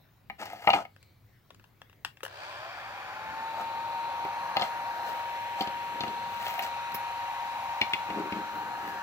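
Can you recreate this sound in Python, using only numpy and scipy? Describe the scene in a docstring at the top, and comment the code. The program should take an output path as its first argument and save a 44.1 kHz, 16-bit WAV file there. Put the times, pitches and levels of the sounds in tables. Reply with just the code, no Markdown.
"""A wooden workbench in a quiet, humming room. A hand-held heat gun is clicked on: its motor rasps,
and the fan winds up to a steady whine, harmonics of the shaft rate, in rushing air.
The other hand stacks, drops and slides two large scallop shells: knocks and rubbing ring their bowls,
their rims and the bench. Shells, clicks and grip echo briefly in the room."""
import sys
import numpy as np
from scipy import signal
from scipy.io import wavfile
from scipy.ndimage import uniform_filter1d

SR = 44100
rng = np.random.default_rng(int(sys.argv[2]) if len(sys.argv) > 2 else 0)


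def wav_out(sig):
    """Save sig, one row per channel (or a flat mono array), as 16-bit PCM at SR to the path in sys.argv[1]."""
    wavfile.write(sys.argv[1], SR, np.round(np.clip(np.atleast_2d(sig).T, -1, 1) * 32767).astype(np.int16))


N = 398090

SWITCH_ON_S, SPIN_START_S, SPIN_LAG_S = 2.232, 2.19, .386
SHAFT_TOP_HZ, THROB_HZ = 187.75, 65.35
def heat_gun():
    """The rotor runs up to speed on a pulsing supply, driving whine and rush."""
    t = np.arange(N) / SR
    speed = 1 - np.exp(-np.maximum(t - SPIN_START_S, 0) / SPIN_LAG_S)
    shaft_hz = SHAFT_TOP_HZ * speed * (1 + 0.00146 * spread(drift(2, count=1)[0]))
    angle = 2 * np.pi * np.cumsum(shaft_hz) / SR
    throb = (.5 + .5 * np.cos(2 * np.pi * THROB_HZ * (t - 2.252))) ** 5.5
    return whine(t, speed, shaft_hz, angle) + rush(t, speed, angle, throb) + switch_chatter(t, throb)


# Main whine as the gun speeds up and is turned. 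Each row: time in seconds, rms level in dB.
WHINE_LEVEL = [(2.45, -76), (2.6, -49), (2.8, -55), (3.1, -49), (3.4, -39), (3.9, -34.5), (4.3, -36.5),
               (7.5, -37), (9.03, -39.5)]
# Other shaft orders. Each entry: multiple of the shaft rate.
ORDERS = [6, 7, 8, 9, 10, 12, 14, 15, 20, 21, 22, 25]
# Each entry: base level of that order in dB.
ORDER_BASE_DB = [-52, -61, -58, -60, -55, -62, -64, -60, -64, -58, -48, -53]
# Casing radiation. Each row: frequency in Hz, gain in dB.
CASING_GAIN = [(300, -28), (600, -10), (800, -3), (1040, 3), (1110, -4), (1450, -1), (1700, -5), (1800, 4),
               (1875, -5), (2600, -3), (3500, -12)]
# Each row: frequency in Hz, left over right in dB.
GUN_PAN = [(60, -3), (180, 2), (550, -1), (1650, 2.5), (4970, 1.5), (15000, -9)]
# Each row: frequency in Hz, left phase lead in radians.
GUN_LEAD = [(0, 6.5), (1890, -1.5), (3270, -2), (4130, -5.5), (7150, -18), (12200, -24.5), (16400, -20)]
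WHINE_ORDER, TILT_S, TILT_WIDTH_S, TILT_DB = 5, 7.8, .5, 8
def whine(t, speed, shaft_hz, angle):
    """Shaft orders: low ones from torque, strongest in the run-up; high ones from the blades, at speed."""
    side = np.array([[.5], [-.5]])
    wavers, swells = drift(40, count=len(ORDERS) + 1), drift(1.26, count=len(ORDERS))
    main_db = np.interp(t, *np.transpose(WHINE_LEVEL)) + 0.37 * spread(wavers[-1]) + side * 3.5
    out = gain_of(main_db) * np.sqrt(2) * np.sin(WHINE_ORDER * angle - .7 * side)
    tilt_db = TILT_DB * np.exp(-((t[::64] - TILT_S) / TILT_WIDTH_S) ** 2)
    for order, base_db, waver, swell in zip(ORDERS, ORDER_BASE_DB, wavers, swells):
        load_db = (21 if order < 21 else -160) * (1 - speed[::64])
        db = base_db + load_db + at_hz(CASING_GAIN, order * shaft_hz[::64]) + 2 * waver + 1.5 * swell
        db += tilt_db * ((order == 21) - (order == 22))  # tipping the nozzle drops the top whine an order
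        top_hz = order * SHAFT_TOP_HZ
        phase = order * angle + spread(.5 * waver[::-1]) + side * at_hz(GUN_LEAD, top_hz)
        out += gain_of(side * at_hz(GUN_PAN, top_hz)) * spread(gain_of(db)) * np.cos(phase)
    return out * np.clip((t - SWITCH_ON_S) / 0.25, 0, 1)


# Air noise. Each row: frequency in Hz, relative density in dB.
AIR_SPECTRUM = [(88, -37), (150, -23.5), (450, -29.5), (558, -16), (640, -36.5), (764, -9.5), (860, -10),
                (930, -14), (1030, -14.5), (1810, -21), (3330, -29.5), (4050, -29), (5200, -53.5),
                (6000, -36), (7150, -47.5), (14500, -42), (16300, -54)]
# Motor rasp. Each row: frequency in Hz, relative density in dB.
RASP_SPECTRUM = [(210, -58), (350, -9.5), (475, -21.5), (595, 0), (745, -6), (834, -6.5), (1270, -8.5),
                 (1660, -1.5), (2020, -8), (2370, -1), (3020, -10), (3960, -11), (5900, -17), (6700, -20),
                 (10700, -35), (14100, -28), (16300, -53)]
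# Each row: frequency in Hz, left-right coherence.
GUN_COHERENCE = [(150, 0.99), (600, 0.83), (1200, 0.92), (3000, 0.32), (12000, 0.076)]
# Middle band as the gun is turned. Each row: time in seconds, gain in dB.
MIDDLE_GAIN = [(2.3, -0.67), (2.8, -0.96), (3.8, -0.39), (5.6, -0.75), (6.8, 0.89), (8, 1), (9.03, 0.74)]
# Treble as the gun is turned. Each row: time in seconds, gain in dB.
TREBLE_GAIN = [(2.3, -2), (2.7, -5), (3.9, -3.5), (4.8, -1.5), (6.5, -1.5), (7.6, -0.5), (9.03, -3.5)]
MIDDLE_FROM_HZ, TREBLE_FROM_HZ = 1300, 3670
def rush(t, speed, angle, throb):
    """Air grows with speed; the rasp's supply throb fades as the rotor gains momentum."""
    rasp = stereo_noise(RASP_SPECTRUM, GUN_COHERENCE, GUN_PAN, GUN_LEAD, patch_db=2.3, patch_frames=150)
    air = stereo_noise(AIR_SPECTRUM, GUN_COHERENCE, GUN_PAN, GUN_LEAD, patch_db=2.3, patch_frames=150)
    depth = 0.065 + .5 * (1 - speed)
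    rasp *= gain_of(-33) * (1.3 - speed) * (1 - depth + 1.2 * depth * throb)
    air *= gain_of(-37.5) * speed ** 2.6 * (1 + 0.03 * np.cos(angle))
    full = gain_of(5.5 * (speed - 1.5)) * (rasp + air) * np.clip((t - SWITCH_ON_S) / 0.21, 0, 1)
    below_treble = signal.sosfiltfilt(signal.butter(2, TREBLE_FROM_HZ, fs=SR, output="sos"), full)
    bass = signal.sosfiltfilt(signal.butter(3, MIDDLE_FROM_HZ, fs=SR, output="sos"), below_treble)
    middle = gain_of(np.interp(t, *np.transpose(MIDDLE_GAIN))) * (below_treble - bass)
    treble = gain_of(np.interp(t, *np.transpose(TREBLE_GAIN))) * (full - below_treble)
    return bass + middle + treble


def switch_chatter(t, throb, length_s=0.035):
    """The contacts chatter as they close."""
    envelope = (t > SWITCH_ON_S) * np.exp(-(abs(t - SWITCH_ON_S) / length_s) ** 3)
    return gain_of(-44.5) * (.6 + throb) * envelope * rng.standard_normal((2, N))


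def shells():
    """Knocks and slides drive four parts: bowl, rim, bench and a bright gritty scratch."""
    grit = signal.firwin(41, [10500, 16000], pass_zero=False, fs=SR)
    grit = np.pad(grit / np.linalg.norm(grit), (0, 4000 - len(grit)))
    parts = shell_knocks(grit) + shell_slides(grit)
    pan_db = np.array([3, 4, 2, -5])[:, None]
    left, right = (gain_of(pan_db / 2) * parts).sum(0), (gain_of(-pan_db / 2) * parts).sum(0)
    return np.array([left, np.roll(right, 6)])


# Modes of shell bowl, shell rim and bench. Each row: frequency in Hz, level in dB, t60 in seconds.
BOWL_MODES = [(630, -10, 0.11), (724, 0.5, 0.099), (791, 9, 0.042), (903, 1, 0.02), (1247, 4.5, 0.026)]
RIM_MODES = [(1770, -3, .05), (1920, -1, .06), (2100, 0, .08), (2260, 0, .06), (2460, -1, .05),
             (2640, -4, .04), (2825, 0, .06), (3150, -1, .04), (3520, -4, .04), (4060, -3, .04),
             (4440, -3, .04), (5100, -5, .02), (5800, -7, .012), (7000, -9, .008)]
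BENCH_MODES = [(80, -17, .07), (110, -7, .05), (212, -1, .07), (305, -1, .07), (390, -2, .06),
               (500, -10, .04)]
# Each row: start in seconds, peaks of bowl, rim, bench and grit in dB, rim centre in Hz.
SHELL_KNOCKS = [(0.299, -31, -27.5, -46.5, -45, 1840), (0.423, -27.5, -48, -63, -58, 1810),
                (0.456, -35, -34, -54, -36, 5050), (0.531, -29, -65, -48, -37, 1880),
                (0.645, -31, -42, -59, -65, 1770), (0.673, -10.5, -11.5, -23.5, -52, 1860),
                (0.679, -10.5, -24, -53, -52, 2320), (0.689, -8.5, -32, -44, -28, 2130),
                (0.703, -17, -11.5, -35, -51.5, 2600), (0.732, -19, -16, -39, -49.5, 2550),
                (0.736, -12, -15, -46, -43, 1830), (0.752, -21, -30, -29, -47, 2044),
                (0.762, -24, -28.5, -53.5, -46.5, 2500), (0.776, -24, -40, -38, -55, 2120),
                (0.787, -24, -38, -60, -57, 2300), (0.851, -34.5, -37, -59, -52, 1800),
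                (4.25, -30, -34, -32.5, -41, 2020), (4.562, -20.5, -33, -45, -52, 3500),
                (4.568, -16, -13.5, -34, -33, 2850), (4.596, -23, -23, -42, -52, 3560),
                (4.612, -20.5, -24, -39, -50, 3520), (4.62, -22, -18.5, -32, -52, 3430),
                (4.626, -25, -28, -46, -52, 1910), (5.609, -25, -20, -25.5, -32, 3150),
                (5.621, -32, -27, -40, -40, 5150), (5.674, -34, -27, -36, -55, 3250),
                (5.946, -46, -40, -36.5, -60, 2500), (6.007, -28, -20, -34, -48, 3220),
                (6.036, -25.5, -24.5, -34, -55, 1900), (6.08, -40, -31, -43, -58, 3300),
                (6.466, -27, -25.5, -46, -45, 2750), (6.58, -28, -41, -57.5, -32, 1800),
                (6.592, -24.5, -19, -44, -24, 1740), (6.624, -52, -31, -47, -30, 5100),
                (6.638, -44, -29, -54, -34, 5640), (6.92, -58, -40, -45, -36, 4150),
                (6.946, -42, -32, -36.5, -20, 5150), (7.814, -29, -10, -30, -33, 2480),
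                (7.819, -40, -24, -41, -52, 2400), (7.827, -33, -30, -48, -52, 3530),
                (7.935, -42, -12.5, -36, -33, 2420), (8.102, -31, -29.5, -31.5, -64, 1800),
                (8.323, -48, -24.5, -27, -65, 2250)]
LIFTED_S = 7.7  # off the bench, the rim rings longer
def shell_knocks(grit):
    """A first touch and tiny rebounds ring each part; each spot on the rim wakes other modes."""
    out, t = np.zeros((4, N)), np.arange(900) / SR
    slow_blow = signal.gausspulse(np.arange(-.0016, .0016, 1 / SR), fc=950, bw=.8)  # the bowl is heavy
    bowl = np.convolve(ring(BOWL_MODES, damping=1.13), slow_blow)[:4000]
    bench, rim_hz, count = ring(BENCH_MODES), np.array(RIM_MODES)[:, :1], len(RIM_MODES)
    for start_s, *peaks_db, centre_hz in SHELL_KNOCKS:
        burst = rng.standard_normal(len(t))
        force = 2 * (t == 0) + .035 * burst ** 3 * np.exp(-t / .004)
        octaves = np.log2(rim_hz / centre_hz)
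        spot_db = np.maximum(np.minimum(36 * octaves, -11 * octaves), -18) + burst[-count:, None]
        rim = ring(RIM_MODES, lift_db=spot_db, damping=1.4 if start_s > LIFTED_S else 1.7,
                   detune=1 + .012 * burst[:count, None], sign=np.sign(burst[count:2 * count, None]))
        parts = signal.fftconvolve(force[None], [bowl, rim, bench, grit], axes=1)
        add(out, start_s, (gain_of(peaks_db) / abs(parts).max(axis=1))[:, None] * parts)
    return out


# Each row: start in seconds, length in seconds, fraction of the stroke at which pressure peaks,
# full-pressure drive of bowl, rim, bench and grit in dB.
SHELL_SLIDES = [(0.377, 0.4, 0.065, -41.5, -43, -52, -62), (0.557, 0.2, 0.72, -38, -41.5, -72, -55),
                (0.725, 0.11, 0.11, -24, -35, -38, -58), (3.529, 0.13, 0.58, -33, -48, -49.5, -59),
                (4.557, 0.16, 0.49, -34, -39.5, -60, -57), (4.926, 0.31, 0.56, -36.5, -46, -52.5, -54),
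                (5.548, 0.13, 0.44, -34, -40, -64, -62), (5.875, 0.29, 0.71, -47, -56, -44, -75),
                (6.249, 0.39, 0.66, -39.5, -39, -69, -47.5), (6.526, 0.19, 0.61, -36, -38, -64, -50),
                (6.939, 0.044, 0.26, -60, -37, -60, -36), (8.056, .2, 0.71, -66, -52, -33.5, -76),
                (8.23, 0.076, 0.32, -57, -60, -37.5, -76), (8.306, 0.18, 0.3, -62, -51, -37, -84),
                (8.46, 0.49, 0.19, -59, -66, -48, -62), (8.657, 0.49, 0.43, -62, -49, -47.5, -60)]
RIBS_PER_S, LIGHT_TOUCH_DB = 86, -22.5
def shell_slides(grit):
    """Grainy friction rings a hand-damped shell while its ribs skip over the bench."""
    force = np.zeros((4, N))
    for start_s, length_s, peak_at, *levels_db in SHELL_SLIDES:
        progress = np.arange(0, length_s, 1 / SR) / length_s
        count = len(progress)
        fine, coarse, pace, weight = rng.standard_normal((4, SR // 2))[:, :count]
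        grains = unit_rms(fine * gain_of(3.1 * coarse.repeat(200)[:count]))
        ribs_passed = np.cumsum(RIBS_PER_S * (1 + 3.5 * uniform_filter1d(pace, 300))) / SR
        skips = abs(np.diff(np.floor(ribs_passed), prepend=0)) * gain_of(2 * weight)
        on_bench = unit_rms(unit_rms(skips) + 0.88 * grains)
        pressure_db = np.interp(progress, [0, peak_at, 1], [LIGHT_TOUCH_DB, 0, LIGHT_TOUCH_DB])
        pressure = gain_of(np.add.outer(levels_db, pressure_db)) * signal.windows.tukey(count, .04)
        add(force, start_s, pressure * [grains, grains, on_bench, grains])
    rim_hz = np.array(RIM_MODES)[:, :1]
    rim = ring(RIM_MODES, lift_db=-3 * np.log2(rim_hz / 2000), damping=4.24)
    bodies = np.array([ring(BOWL_MODES, damping=1.8), rim, ring(BENCH_MODES[2:], damping=1.5), grit])
    return signal.oaconvolve(force, bodies, axes=1)[:, :N]


# Plastic casing. Each row: frequency in Hz, level in dB, t60 in seconds.
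CASING_MODES = [(575, -8, .05), (950, -8, .012), (1464, -3, .012), (1770, 0, .018), (2745, 2, .022),
                (3170, 0, .016), (4900, 3, .006), (7000, 2, .003), (12000, -4, .0015)]
# Button clicks, creaks and the motor's first jolts rattling the casing.
# Each row: start in seconds, peak in dB, centre in Hz.
CASING_CLICKS = [(0.963, -43, 1300), (1.028, -43, 6870), (1.505, -38, 1360), (1.546, -43.5, 7000),
                 (1.597, -46.5, 875), (1.641, -47, 1660), (1.817, -33, 1780), (1.897, -48.5, 2200),
                 (1.929, -46, 1500), (2.048, -17.5, 2550), (2.061, -37, 2980), (2.171, -42, 1940),
                 (2.206, -41, 1800), (2.232, -26.5, 620), (2.251, -26, 2200), (2.263, -27.5, 1750),
                 (2.28, -37, 1750)]
def casing_clicks(pan_db=6):
    """Dry snaps in the gun's plastic; each favours the modes near its centre."""
    out, hz, sample = np.zeros((2, N)), np.array(CASING_MODES)[:, :1], np.arange(900)
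    for start_s, peak_db, centre_hz in CASING_CLICKS:
        burst = rng.standard_normal(len(sample))
        body = ring(CASING_MODES, lift_db=-7 * abs(np.log2(hz / centre_hz)), damping=2.5,
                    detune=1 + 0.03 * burst[-len(hz):, None])
        force = burst * np.exp(-sample / SR / 0.003) + 5 * (sample == 40)
        snap = signal.fftconvolve(force, body)
        snap *= gain_of(peak_db) / abs(snap).max()
        add(out, start_s, gain_of([[pan_db / 2], [-pan_db / 2]]) * [np.roll(snap, 4), snap])
    return out


def grip(start_s=0.99, length_s=0.24):
    """Skin rubs the casing and lets go."""
    out, progress = np.zeros(N), np.arange(0, length_s, 1 / SR) / length_s
    body = ring(CASING_MODES[2:7:2], lift_db=np.array([[0], [-3], [3]]), damping=0.98, detune=0.85)
    rub = unit_rms(signal.fftconvolve(rng.standard_normal(SR), body)[:len(progress)])
    add(out, start_s, gain_of(-67.5 - 15 * progress) * signal.windows.tukey(len(rub), .2) * rub)
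    return out


def room_echoes(x, t60_s):
    """Sparse decaying reflections of random sign, separate for each channel."""
    taps = np.zeros((2, SR // 2))
    slots = np.arange(200, SR // 2 - 20, 20)
    delays = slots + rng.integers(0, 20, (2, len(slots)))
    np.put_along_axis(taps, delays, rng.choice([-1., 1.], delays.shape), 1)
    taps *= gain_of(-60 * np.arange(SR // 2) / SR / t60_s)
    return signal.fftconvolve(x, taps / np.linalg.norm(taps[0]), axes=1)[:, :N]


# Each row: frequency in Hz, relative density in dB.
HUM_SPECTRUM = [(12, -34), (20, -15), (49, -22), (100, -9), (194, -21), (1010, -28.5), (1380, -30),
                (2100, -28.5), (2630, -34.5), (3580, -34.5), (8790, -47.5), (15000, -36), (16300, -31)]
# Each row: frequency in Hz, left-right coherence.
HUM_COHERENCE = [(30, 0.4), (80, 0.8), (400, 0.22), (2000, 0.53), (12000, 0.24)]
# Each row: frequency in Hz, left over right in dB.
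HUM_PAN = [(100, 2), (3000, 4.5), (9000, -1.5)]
def room_hum(rms_db=-63.5):
    """Faint broad noise, strongest in the bass."""
    lead = [(0, 0.0046), (1, 0.0027)]
    hum = stereo_noise(HUM_SPECTRUM, HUM_COHERENCE, HUM_PAN, lead, patch_db=3, patch_frames=16)
    return gain_of(rms_db) * hum


def room_drone(centre_hz=104, width_hz=20.7, rms_db=-63):
    """Noise wavers in one narrow low resonance, alike in both channels."""
    resonance = signal.iirpeak(centre_hz, centre_hz / width_hz, fs=SR)
    return gain_of(rms_db) * unit_rms(signal.lfilter(*resonance, rng.standard_normal(N)))


def ring(modes, lift_db=0, damping=1, detune=1, sign=1):
    """A body's response to one tap, energy 1; nothing radiates far below its lowest mode."""
    hz, db, t60_s = np.transpose(modes)[:, :, None]
    t = np.arange(4000) / SR
    decay = gain_of(db + lift_db - 60 * t * damping / t60_s)
    x = (sign * decay * np.sin(2 * np.pi * hz * detune * t)).sum(0)
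    x = signal.sosfilt(signal.butter(3, 0.95 * hz.min(), "high", fs=SR, output="sos"), x)
    return x / np.linalg.norm(x)


def stereo_noise(spectrum, coherence, pan, lead, patch_db, patch_frames):
    """Partly coherent noise of rms 1 whose colour shifts in random patches."""
    frames, hz = N // 256 + 5, np.fft.rfftfreq(1024, 1 / SR)
    re, im, own_re, own_im, patches = rng.standard_normal((frames, 513, 5), dtype=np.float32).T
    patches = unit_rms(uniform_filter1d(uniform_filter1d(patches, 12, axis=0), patch_frames, axis=1))
    alike, left = at_hz(coherence, hz)[:, None], re + 1j * im
    right = alike * left + np.sqrt(1 - alike ** 2) * (own_re + 1j * own_im)
    right *= np.exp(-1j * at_hz(lead, hz))[:, None]
    lean = gain_of(at_hz(pan, hz) / 2)[:, None]
    colour = gain_of(at_hz(spectrum, hz)[:, None] + patch_db * patches)
    bins = np.array([left * lean, right / lean]) * colour
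    return unit_rms(signal.istft(bins, nperseg=1024, noverlap=768)[1][:, :N])


def drift(top_hz, count):
    """Slow random curves of rms 1, one value every 64 samples."""
    t = np.arange(0, N, 64) / SR
    hz = np.geomspace(top_hz / 20, top_hz, 20)[:, None]
    return np.array([unit_rms((np.sin(2 * np.pi * (hz * t + offsets)) / np.sqrt(hz)).sum(0))
                     for offsets in rng.random((count, 20, 1))])


def spread(slow):
    """A slow curve at every sample."""
    return np.interp(np.arange(N), np.arange(0, N, 64), slow)


def at_hz(table, hz):
    """Interpolates a table over log frequency."""
    table_hz, values = np.transpose(table)
    return np.interp(np.log(hz + 1), np.log(table_hz + 1), values)


def gain_of(db):
    """Decibels to gain."""
    return 10 ** (np.asarray(db) / 20)


def unit_rms(x):
    """Scales to rms 1."""
    return x / np.sqrt(np.mean(x ** 2) + 1e-20)


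def add(mix, start_s, sound):
    """Mixes a sound in."""
    part = mix[..., round(start_s * SR):][..., :sound.shape[-1]]
    part += sound[..., :part.shape[-1]]


def scene():
    """All sources; the handling sounds echo in the room."""
    handling = shells() + casing_clicks() + grip()
    hum = room_hum()
    echoes = gain_of(-9.5) * room_echoes(handling, t60_s=0.18)
    return heat_gun() + handling + echoes + hum + room_drone()


def record(dry):
    """Steep low-pass at 16050 Hz."""
    return signal.oaconvolve(dry, signal.firwin(511, 16050, window=("kaiser", 9), fs=SR)[None], "same")


dry = scene()
out = record(dry)
wav_out(out)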